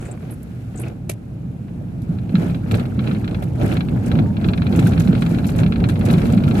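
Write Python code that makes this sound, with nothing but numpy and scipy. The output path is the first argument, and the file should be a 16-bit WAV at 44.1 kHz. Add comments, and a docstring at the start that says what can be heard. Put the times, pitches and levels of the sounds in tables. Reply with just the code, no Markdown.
"""Car on a washboard road

Inside a car that rolls from smooth dirt onto washboard ripples. Coloured noise, louder on rough dirt,
makes the road boom, roar and fizz. Fading tones make the bumps, the knocks and the ring of a loose piece
of trim that chatters. Short puffs of noise make ticks, wiper squeaks and, with tones, a switch snap.
"""
import sys
import numpy as np
from scipy import signal
from scipy.fft import rfft, irfft
from scipy.io import wavfile
from scipy.ndimage import uniform_filter1d

SR = 44100
rng = np.random.default_rng(int(sys.argv[2]) if len(sys.argv) > 2 else 0)


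def unload_audio(sound):
    """Save the sound as a 16-bit wav file, at the path given as the first command line argument."""
    columns = np.transpose(np.atleast_2d(sound))
    # keep every value between -1 and 1, then stretch to whole-number steps
    steps = np.round(np.clip(columns, -1, 1) * 32767)
    wavfile.write(sys.argv[1], SR, steps.astype(np.int16))


N = 291060


def amp(db):
    """Turns decibels into a plain loudness factor."""
    return 10 ** (np.asarray(db) / 20)


def evened(x):
    """Scales a sound to a mean (RMS) level of 1."""
    return x / np.sqrt(np.mean(x ** 2) + 1e-20)


def peaked(x, db):
    """Scales a sound so that its highest peak has this level."""
    return amp(db) * x / abs(x).max()


def read(points, hz):
    """Reads a curve between its points, with pitch spaced as the ear hears it (logarithmic)."""
    point_hz, value = np.transpose(points)
    return np.interp(np.log(hz + 1), np.log(point_hz + 1), value)


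def add(mix, s, sound):
    """Lays a sound into the mix from second s on and cuts what runs past the end."""
    part = mix[:, round(s * SR):][:, :sound.shape[1]]
    part += sound[:, :part.shape[1]]


def colour(x, points):
    """Filters a sound by a spectrum in dB."""
    n = x.shape[-1]
    return irfft(rfft(x) * amp(read(points, np.fft.rfftfreq(n, 1 / SR))), n)


def burst(spectrum, t60, rise_s, alike):
    """A short puff of coloured noise, partly shared by both sides; it fades by 60 dB in t60 seconds."""
    t = np.arange(4096) / SR
    left, other = rng.standard_normal((2, 4096))
    alike = np.clip(alike, -1, 1)
    right = alike * left + np.sqrt(1 - alike ** 2) * other
    noise = colour(np.array([left, right]), spectrum)
    return noise * amp(-60 * t / t60) * -np.expm1(-t / rise_s)


def rings(modes, rise_s, spread_db):
    """A struck part rings its modes, a little differently at each blow; each side hears its own mix."""
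    t = np.arange(2048) / SR
    hz, width_hz, *side_db = np.transpose(modes)[:, :, None]
    lag_s = np.array([.00045, 0])[:, None, None]  # the left side lies farther away
    size = amp(np.array(side_db) + spread_db * rng.standard_normal(hz.shape))
    fade = np.exp(-np.pi * width_hz * t)  # a wider mode dies sooner
    blow_hz = hz * rng.normal(1, .008, hz.shape)
    tones = size * fade * np.sin(2 * np.pi * blow_hz * (t - lag_s))
    return tones.sum(1) * -np.expm1(-t / rise_s)


def surge(t, s, length, db, tail):
    """Sum of bell-shaped swells in dB, one for each event; the falling side is stretched by tail."""
    late = (t[:, None] - s) / (length / 2)
    late = np.where(late > 0, late / tail, late)
    return (db * np.exp(-late ** 2)).sum(1)


# how rough the dirt is along the way: time_s, roughness_db
ROUGHNESS = [(0, -1.5), (1.3, 1), (1.95, 3.5), (2.25, 5.5), (2.95, 8), (3.5, 9.5), (4.35, 10), (4.9, 17),
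             (5.7, 13), (6.6, 18)]
# ridges that shake the whole car: crest_s, length_s, bass_surge_db, treble_surge_db
JOLTS = [(2.124, 0.065, 4, 4), (2.428, 0.19, 6.5, 13.5), (2.759, 0.16, 6.5, 12.5), (3.083, 0.17, 5, 9.5),
         (3.345, 0.18, 2.5, 3), (3.633, 0.11, 7.5, 10.5), (3.736, 0.13, 3.5, 10), (3.954, 0.1, 5.5, 4.5),
         (4.074, 0.1, 0.5, 5.5), (4.171, 0.15, 8, 5), (4.462, 0.099, 4.5, 7), (4.797, 0.23, 2, 6.5),
         (5.098, 0.52, -2, 2.5), (5.358, 0.28, -1, 3), (5.594, 0.11, 5, 4), (5.83, 0.11, 3, 2),
         (6.101, 0.14, 2.5, 10), (6.262, 0.19, -1, 5.5), (6.59, 0.091, 1, 11)]
JOLT_TAIL = 1.3  # a surge falls this many times slower than it rises
# drag of the wiper blade over the glass: crest_s, length_s, surge_db
WIPER_DRAG = [(0.057, 0.27, 10), (0.29, 0.145, 6.5), (0.55, 0.45, 4), (0.222, 0.041, 3.5), (.85, 0.2, 12)]


def shaking(t):
    """The controls of the road noise: roughness, bass surge, treble surge and wiper drag, in dB."""
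    s, length, bass_db, treble_db = np.transpose(JOLTS)
    return np.array([np.interp(t, *np.transpose(ROUGHNESS)),
                     surge(t, s, length, bass_db, JOLT_TAIL),
                     surge(t, s, length, treble_db, JOLT_TAIL),
                     surge(t, *np.transpose(WIPER_DRAG), tail=0.8)])


# how alike the noise is on both sides: pitch_hz, likeness (1 same, 0 unrelated, below 0 opposed)
SIDE_LIKENESS = [(40, 0.97), (130, 0.99), (290, 0.79), (640, 0.15), (1410, -0.074), (3100, -0.099),
                 (6820, 0.26), (15000, -0.44)]
# patches and flicker shrink to this share on smooth dirt and are full on dirt this rough
CALM_SHARE, CALM_DB = .3, 9


def wash(spectrum, law, patchy_db, flicker_db, size):
    """Two-channel noise with random patches and a flicker shared by all pitches, its level set by shaking."""
    frames, hz = 4 * N // size + 5, np.fft.rfftfreq(size, 1 / SR)
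    a, b, c, d, patches = rng.standard_normal((frames, len(hz), 5)).T
    patches = uniform_filter1d(uniform_filter1d(patches, size=6, axis=0), size=6, axis=1)
    patches = evened(patches)
    flicker = evened(uniform_filter1d(rng.standard_normal(frames), size=3))
    same = np.clip(read(SIDE_LIKENESS, hz), -1, 1)[:, None]
    left = a + 1j * b
    right = same * left + np.sqrt(1 - same ** 2) * (c + 1j * d)
    frame_s = np.arange(frames) * size / 4 / SR
    rough = np.clip(np.interp(frame_s, *np.transpose(ROUGHNESS)) / CALM_DB, CALM_SHARE, 1)
    unrest_db = rough * (patchy_db * patches + flicker_db * flicker)
    z = np.array([left, right]) * amp(read(spectrum, hz)[:, None] + unrest_db)
    noise = evened(signal.istft(z, nperseg=size, noverlap=size - size // 4)[1][:, :N])
    t = np.arange(0, N + 128, 128) / SR
    level_db = law[0] + np.dot(law[1:], shaking(t))
    return noise * amp(np.interp(np.arange(N) / SR, t, level_db))


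# colours of the road noise, from the deepest layer to the brightest: pitch_hz, level_db (per Hz, relative)
HEAVE = [(15, -64), (38, -5.5), (53, -6), (64, -13), (113, -2), (135, -8), (180, -16.5), (300, -90)]
BOOM = [(90, -16.5), (130, -7), (158, -11.5), (171, -0.5), (184, -7.5), (240, -8), (290, -18), (340, -21),
        (500, -79)]
ROAR = [(150, -38), (270, 0.5), (400, -5.5), (550, -9), (760, -12), (950, -21), (1300, -27), (2500, -64)]
BUZZ = [(530, -33), (900, -12), (1050, -11), (1400, 2), (1900, -6.5), (2450, -4.5), (3200, -12),
        (4200, -15), (5500, -29), (9000, -64)]
FIZZ = [(2700, -8), (4500, -5), (7000, -5.5), (9200, -6.5), (10400, -5.5), (12300, -9), (13500, -18),
        (14800, -15), (15800, -59)]
# how each layer follows the shaking: base_level_db, then the shares (no unit) of
# roughness, bass_surge, treble_surge, wiper_drag
HEAVE_LAW = (-31.5, 0.8981, 0.95, -0.2039, 0.44)
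BOOM_LAW = (-32.5, 0.9391, 0.98, 0.0623, -0.1)
ROAR_LAW = (-45.5, 1.0222, 0.73, 0.3872, 0.41)
BUZZ_LAW = (-58.5, 0.79, 0, 1.05, 0.89)
FIZZ_LAW = (-66.5, 0.6032, -0.36, 1.06, 0.63)
SWISH_DB, SWISH_END_S = 3.5, 0.91  # the fizz is louder while the blade sweeps, the buzz by half as many dB


def road():
    """Heave, body boom, tyre roar, buzzing panels and fizz follow the rough dirt, jolts and wiper drag."""
    swish_db = SWISH_DB * np.clip((SWISH_END_S - np.arange(N) / SR) * 10, 0, 1)
    heave = wash(HEAVE, HEAVE_LAW, patchy_db=0.46, flicker_db=0.36, size=4096)
    boom = wash(BOOM, BOOM_LAW, patchy_db=1.1, flicker_db=1.8, size=8192)
    roar = wash(ROAR, ROAR_LAW, patchy_db=.5, flicker_db=1.1, size=512)
    buzz = wash(BUZZ, BUZZ_LAW, patchy_db=4.0, flicker_db=0.5, size=256) * amp(swish_db / 2)
    fizz = wash(FIZZ, FIZZ_LAW, patchy_db=2.0, flicker_db=3.0, size=256) * amp(swish_db)
    return heave + boom + roar + buzz + fizz


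JUDDER_PER_S, JUDDER_DB = 170, -56.5  # slips of the dragging blade; level before drag and chance add to it


def judder():
    """The dragging blade slips unevenly: small dull cracks that swell with the drag."""
    step_s = .002
    out, t = np.zeros((2, N)), np.arange(0, 1, step_s)
    luck, size = rng.random((len(t), 2)).T
    drag_db = shaking(t)[3]
    peak_db = JUDDER_DB + drag_db + 10 * size ** 2
    slips = (luck < JUDDER_PER_S * step_s) & (drag_db > 5)
    for s, db in np.transpose([t, peak_db])[slips]:
        crack = peaked(burst(BUZZ, t60=0.018, rise_s=0.00089, alike=0.25), db)
        dull = peaked(burst(ROAR, t60=0.047, rise_s=0.0019, alike=0.67), db + 9)
        add(out, s, crack + dull)
    return out


# squeaks of wiper rubber on glass, later of rubbing trim:
# start_s, peak_db, pitch_hz, width_hz, fade_s (time to fade by 60 dB)
SQUEAKS = [(0.004, -42, 7800, 4500, .2), (0.05, -39.5, 7940, 2900, 0.11), (.112, -31.5, 8000, 1600, 0.032),
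           (0.307, -34.5, 10400, 2963, 0.088), (.335, -44, 9900, 7020, 0.037),
           (0.429, -38, 10550, 6156, 0.02), (.758, -36, 7700, 1200, 0.022),
           (0.773, -31.5, 7600, 2484, 0.06), (0.795, -29.5, 9600, 3500, 0.047),
           (.812, -29.5, 9800, 3300, 0.044), (0.835, -29.5, 2480, 690, 0.022),
           (0.863, -37, 2360, 600, 0.087), (0.881, -37.5, 2940, 14000, 0.019),
           (0.051, -35.5, 2030, 972, 0.045), (0.174, -36.5, 1500, 1700, 0.018),
           (0.295, -38, 1500, 4200, 0.032), (1.68, -43, 1970, 2808, 0.04), (4.17, -39, 905, 30, .6),
           (4.242, -39, 913, 30, .6), (4.865, -25.5, 1566, 260, 0.031), (5.885, -30, 1650, 290, 0.056),
           (6.474, -28, 1358, 39.96, 0.078)]
# the switch and its rebounds: start_s, peak_db (of the noise part)
SNAPS = [(1.0925, -28), (1.0948, -12.5), (1.107, -27), (1.1139, -27), (1.124, -41), (1.134, -40)]
# colour of the switch noise: pitch_hz, level_db (per Hz, relative)
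SWITCH = [(700, -40), (1100, -14.5), (1800, -12.5), (2300, -3), (3000, -9.5), (4800, -13.5), (10600, -9.5),
          (14500, -23), (15600, -36)]
# ringing body of the switch: pitch_hz, width_hz, left_db, right_db (relative)
SWITCH_BODY = [(256, 115, -5, 4), (364, 104, 4, 2.5), (607, 73, 3, 3), (2280, 230, 3, -5)]


def wiper():
    """Squeaks are narrow puffs of noise; the switch is a broad snap that rebounds and rings its body."""
    out, f = np.zeros((2, N)), np.geomspace(100, 20000, 300)
    for s, db, hz, width_hz, t60 in SQUEAKS:
        squeak = np.transpose([f, -18 * np.log10(1 + (2 * (f - hz) / width_hz) ** 4)])
        add(out, s, peaked(burst(squeak, t60, rise_s=0.0064, alike=0.41), db))
    for s, db in SNAPS:
        add(out, s, peaked(burst(SWITCH, t60=.03, rise_s=.0015, alike=.3), db))
        add(out, s, peaked(rings(SWITCH_BODY, rise_s=0.0027, spread_db=2.0), db - 1.5))
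    return out


STIR_DB, LIGHT_SPREAD_DB = 6, 3  # faint ticks need dirt rougher than this; their levels vary up and down


def scattered(per_s, db):
    """Chance events on rough dirt, stronger where the car shakes more: rows of start_s, peak_db."""
    t = np.arange(0, N / SR, .01)
    luck, place = rng.random((len(t), 2)).T
    rough_db, bass_db, treble_db, drag_db = shaking(t)
    peak_db = db + rough_db + .5 * treble_db + LIGHT_SPREAD_DB * (2 * place - 1)
    chosen = (luck < per_s / 100) & (rough_db > STIR_DB)
    return np.transpose([t, peak_db])[chosen].tolist()


# bright ticks of small parts: start_s, peak_db (of the first touch)
TICKS = [(2.018, -46), (2.7102, -32.5), (2.746, -32.5), (3.4223, -37), (3.62, -35), (3.658, -33.5),
         (3.7185, -33), (4.0593, -32.5), (4.7591, -32.5), (4.792, -29), (4.836, -37), (4.8686, -28),
         (4.9968, -28.5), (5.0778, -39), (5.208, -34.5), (5.291, -37), (5.4654, -28), (5.4964, -34),
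         (5.557, -37.5), (5.5817, -31.5), (5.8865, -29), (5.9194, -43), (5.9908, -40), (6.051, -31.5),
         (6.1087, -27.5), (6.1813, -37), (6.2562, -40), (6.321, -35), (6.4845, -36)]
FAINT_PER_S, FAINT_DB = 8, -62  # chance ticks; level before the shaking adds to it
# a tick's touches spread this long, fade up to this much and differ in colour
JINGLE_S, JINGLE_DB, JINGLE_TINT_DB = .024, -6, 4


def ticks():
    """Hard little parts jingle together: a few quick puffs of bright noise, each with its own colour."""
    out, (hz, level_db) = np.zeros((2, N)), np.transpose(FIZZ)
    for s, db in list(TICKS) + scattered(FAINT_PER_S, FAINT_DB):
        for late in np.append(0, rng.random(size=3)):
            tint = np.transpose([hz, level_db + JINGLE_TINT_DB * rng.standard_normal(len(hz))])
            touch = burst(tint, t60=.033, rise_s=.0022, alike=.05)
            add(out, s + JINGLE_S * late, peaked(touch, db + JINGLE_DB * late))
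    return out


# stones and ridges under the wheels, and the wiper arm coming to rest:
# start_s, level_db (5.5 dB above the peak that is played), pitch_hz
BUMPS = [(0.821, -14.5, 117), (0.876, -20, 112), (1.117, -18.5, 122), (1.441, -15, 174),
         (2.381, -3.5, 158.5), (2.73, -2.5, 103), (3.36, -15, 154), (3.611, -13, 142), (4.173, -5, 177.4),
         (4.426, -6.5, 186), (4.985, -2.5, 165), (5.267, -7, 163), (5.658, -3, 174), (5.927, -8, 183),
         (6.133, -1, 166), (6.446, -5, 146), (2.092, -6, 164.7), (2.342, 2, 187.2), (2.98, -5, 200),
         (4.479, -1, 179), (3.641, -8.5, 150), (4.771, -12, 150), (5.087, 2.5, 177.2), (5.22, -7, 170),
         (6.173, -1, 166), (6.37, 1, 192.5)]


def bumps():
    """Each bump rings the floor pan for a few cycles: one low tone that fades fast, same on both sides."""
    out, t = np.zeros((2, N)), np.arange(8192) / SR
    for s, db, hz in BUMPS:
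        ring = np.sin(2 * np.pi * hz * t) * amp(-60 * t / 0.074) * -np.expm1(-t / 0.0067)
        add(out, s, peaked(ring * np.ones((2, 1)), db - 5.5))
    return out


# hard knocks that the wiper arm and the suspension pass into the dashboard: start_s, peak_db
KNOCKS = [(0.793, -26), (.838, -26.5), (0.886, -32), (2.415, -18.5), (2.714, -22), (2.731, -16.5),
          (2.751, -16.5), (3.082, -23), (3.315, -21), (3.632, -12), (3.719, -17), (3.918, -29),
          (4.192, -18.5), (4.452, -18.5), (4.783, -12), (5.131, -14.5), (5.312, -16), (5.631, -20),
          (5.828, -23), (6.081, -12.5), (6.233, -14.5), (6.517, -18)]
# higher, hollow knocks of the upper dashboard: start_s, peak_db
CLUNKS = [(.097, -28), (.92, -32), (1.812, -34), (2.428, -26), (3.422, -23.5), (3.614, -15.5),
          (6.041, -17.5), (6.124, -17), (6.333, -20)]
# ringing modes of the dashboard: pitch_hz, width_hz, left_db, right_db (relative)
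DASHBOARD = [(327.3, 25, -3.5, 2.5), (433, 46, 0.5, -2), (580, 49, -12, -3.5), (726, 55, -6.5, -11)]


def knocks():
    """Each knock rings the dashboard briefly; the hollow ones ring only its upper modes."""
    out = np.zeros((2, N))
    for events, modes in ((KNOCKS, DASHBOARD), (CLUNKS, DASHBOARD[2:])):
        for s, db in events:
            add(out, s, peaked(rings(modes, rise_s=.0015, spread_db=3), db))
    return out


# strong blows of the loose trim: start_s, nominal_peak_db (BLOW_CREST_DB sets the mean level below it)
CHATTER = [(2.186, -38), (2.2935, -37.5), (2.3543, -21), (2.423, -34), (2.4982, -33), (2.5461, -29.5),
           (2.7125, -21.5), (2.743, -21), (2.7971, -27.5), (2.8548, -32.5), (2.9922, -26), (3.041, -36),
           (3.0744, -25.5), (3.113, -26.5), (3.1486, -32.5), (3.2442, -29.5), (3.278, -26), (3.3116, -34),
           (3.3464, -26.5), (3.4257, -30.5), (3.614, -29.5), (3.6539, -38), (3.69, -38), (3.7257, -24.5),
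           (3.7688, -22.5), (3.8073, -22.5), (3.8862, -30.5), (4.1155, -23), (4.154, -27), (4.189, -23.5),
           (4.3685, -29), (4.4134, -35), (4.4442, -23), (4.487, -23), (4.535, -22), (4.577, -26),
           (4.62, -23), (4.6674, -23.5), (4.726, -25), (4.7507, -28.5), (4.7915, -21.5), (4.8266, -30),
           (4.8618, -29), (4.867, -29), (4.92, -29), (4.934, -26), (4.9776, -24.5), (5.0048, -25.5),
           (5.0748, -26.5), (5.129, -27.5), (5.1516, -24), (5.178, -30), (5.222, -19.5), (5.2631, -26),
           (5.3465, -29.5), (5.386, -26.5), (5.4443, -27.5), (5.491, -26.5), (5.5512, -34), (5.589, -21.5),
           (5.6338, -23.5), (5.663, -24.5), (5.723, -21.5), (5.7588, -26.5), (5.8028, -31.5),
           (5.8406, -20.5), (5.8895, -25.5), (5.8965, -23.5), (5.9198, -35), (5.9572, -30), (6.0113, -27.5),
           (6.0623, -31), (6.0868, -26), (6.102, -21), (6.1378, -23), (6.1812, -28), (6.2184, -27.5),
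           (6.256, -26.5), (6.3014, -31), (6.3355, -28), (6.3774, -28), (6.4034, -32), (6.4375, -25.5),
           (6.479, -26), (6.511, -24), (6.5537, -27.5)]
# ringing modes of the trim: pitch_hz, width_hz, left_db, right_db (relative)
TRIM = [(1390, 260, -10, 23.5), (1343, 44, 9.5, 8), (1540, 110, -15, 11), (1650, 35, 3.5, 4.5),
        (2135, 60, 8, -6), (2335, 54, 0.5, 9.5), (2476, 62, 9, 1), (2670, 60, 7.5, -6), (2600, 2000, 6, 12),
        (3180, 57, 1, 4), (3450, 66, 8.5, 2), (3925, 87, 7, 5), (4047, 49, 4.5, -2), (4293, 57, -3, -4)]
# colour of the crack in each blow: pitch_hz, level_db (per Hz, relative)
CRACK = [(700, -15), (1150, -0.5), (1400, 3.5), (1900, -5), (2500, -2), (4200, -6.5), (5200, -17.5),
         (12000, -48), (15500, -70)]
BLOW_CREST_DB = 14  # nominal peak of a blow over its mean level


def chatter():
    """Every blow rings the same modes, adds a crack that the cabin smears, and rebounds once."""
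    out = np.zeros((2, N))
    for s, peak_db in CHATTER:
        rebound = (rng.uniform(0.004, 0.015), -9 - 4 * rng.random())  # later and softer
        for late_s, down_db in ((-.0003, 0), rebound):
            ring = rings(TRIM, rise_s=.0005, spread_db=2)
            crack = burst(CRACK, t60=.036, rise_s=.0008, alike=.1)[:, :ring.shape[1]]
            blow = evened(evened(ring) + amp(-4) * evened(crack))
            add(out, s + late_s, amp(peak_db + down_db - BLOW_CREST_DB) * blow)
    return out


def scene():
    """All the sounds in the car, added together."""
    return road() + judder() + wiper() + ticks() + bumps() + knocks() + chatter()


# how the two microphone ports differ: pitch_hz, left_minus_right_db
PORT_LEAN = [(60, 0), (200, -1.5), (500, -0.4), (1300, 0.3), (2400, 1), (4000, -0.5), (6000, 4.5),
             (8000, 8), (10000, -6), (12500, -16), (15000, -11)]
EDGE_HZ = 15750  # upper band limit


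def record(dry):
    """The microphone loses the deepest bass, its two ports hear the treble differently; then the band limit."""
    hz = np.fft.rfftfreq(N, 1 / SR)
    lean_db = read(PORT_LEAN, hz) / 2  # half the difference goes to each side
    bass_cut = hz ** 4 / (hz ** 4 + 52.6 ** 4)
    ports = irfft(rfft(dry) * amp([lean_db, -lean_db]) * bass_cut, N)
    band_limit = signal.firwin(511, EDGE_HZ, window=("kaiser", 9), fs=SR)
    return signal.oaconvolve(ports, band_limit[None], "same")


dry = scene()
out = record(dry)
unload_audio(out)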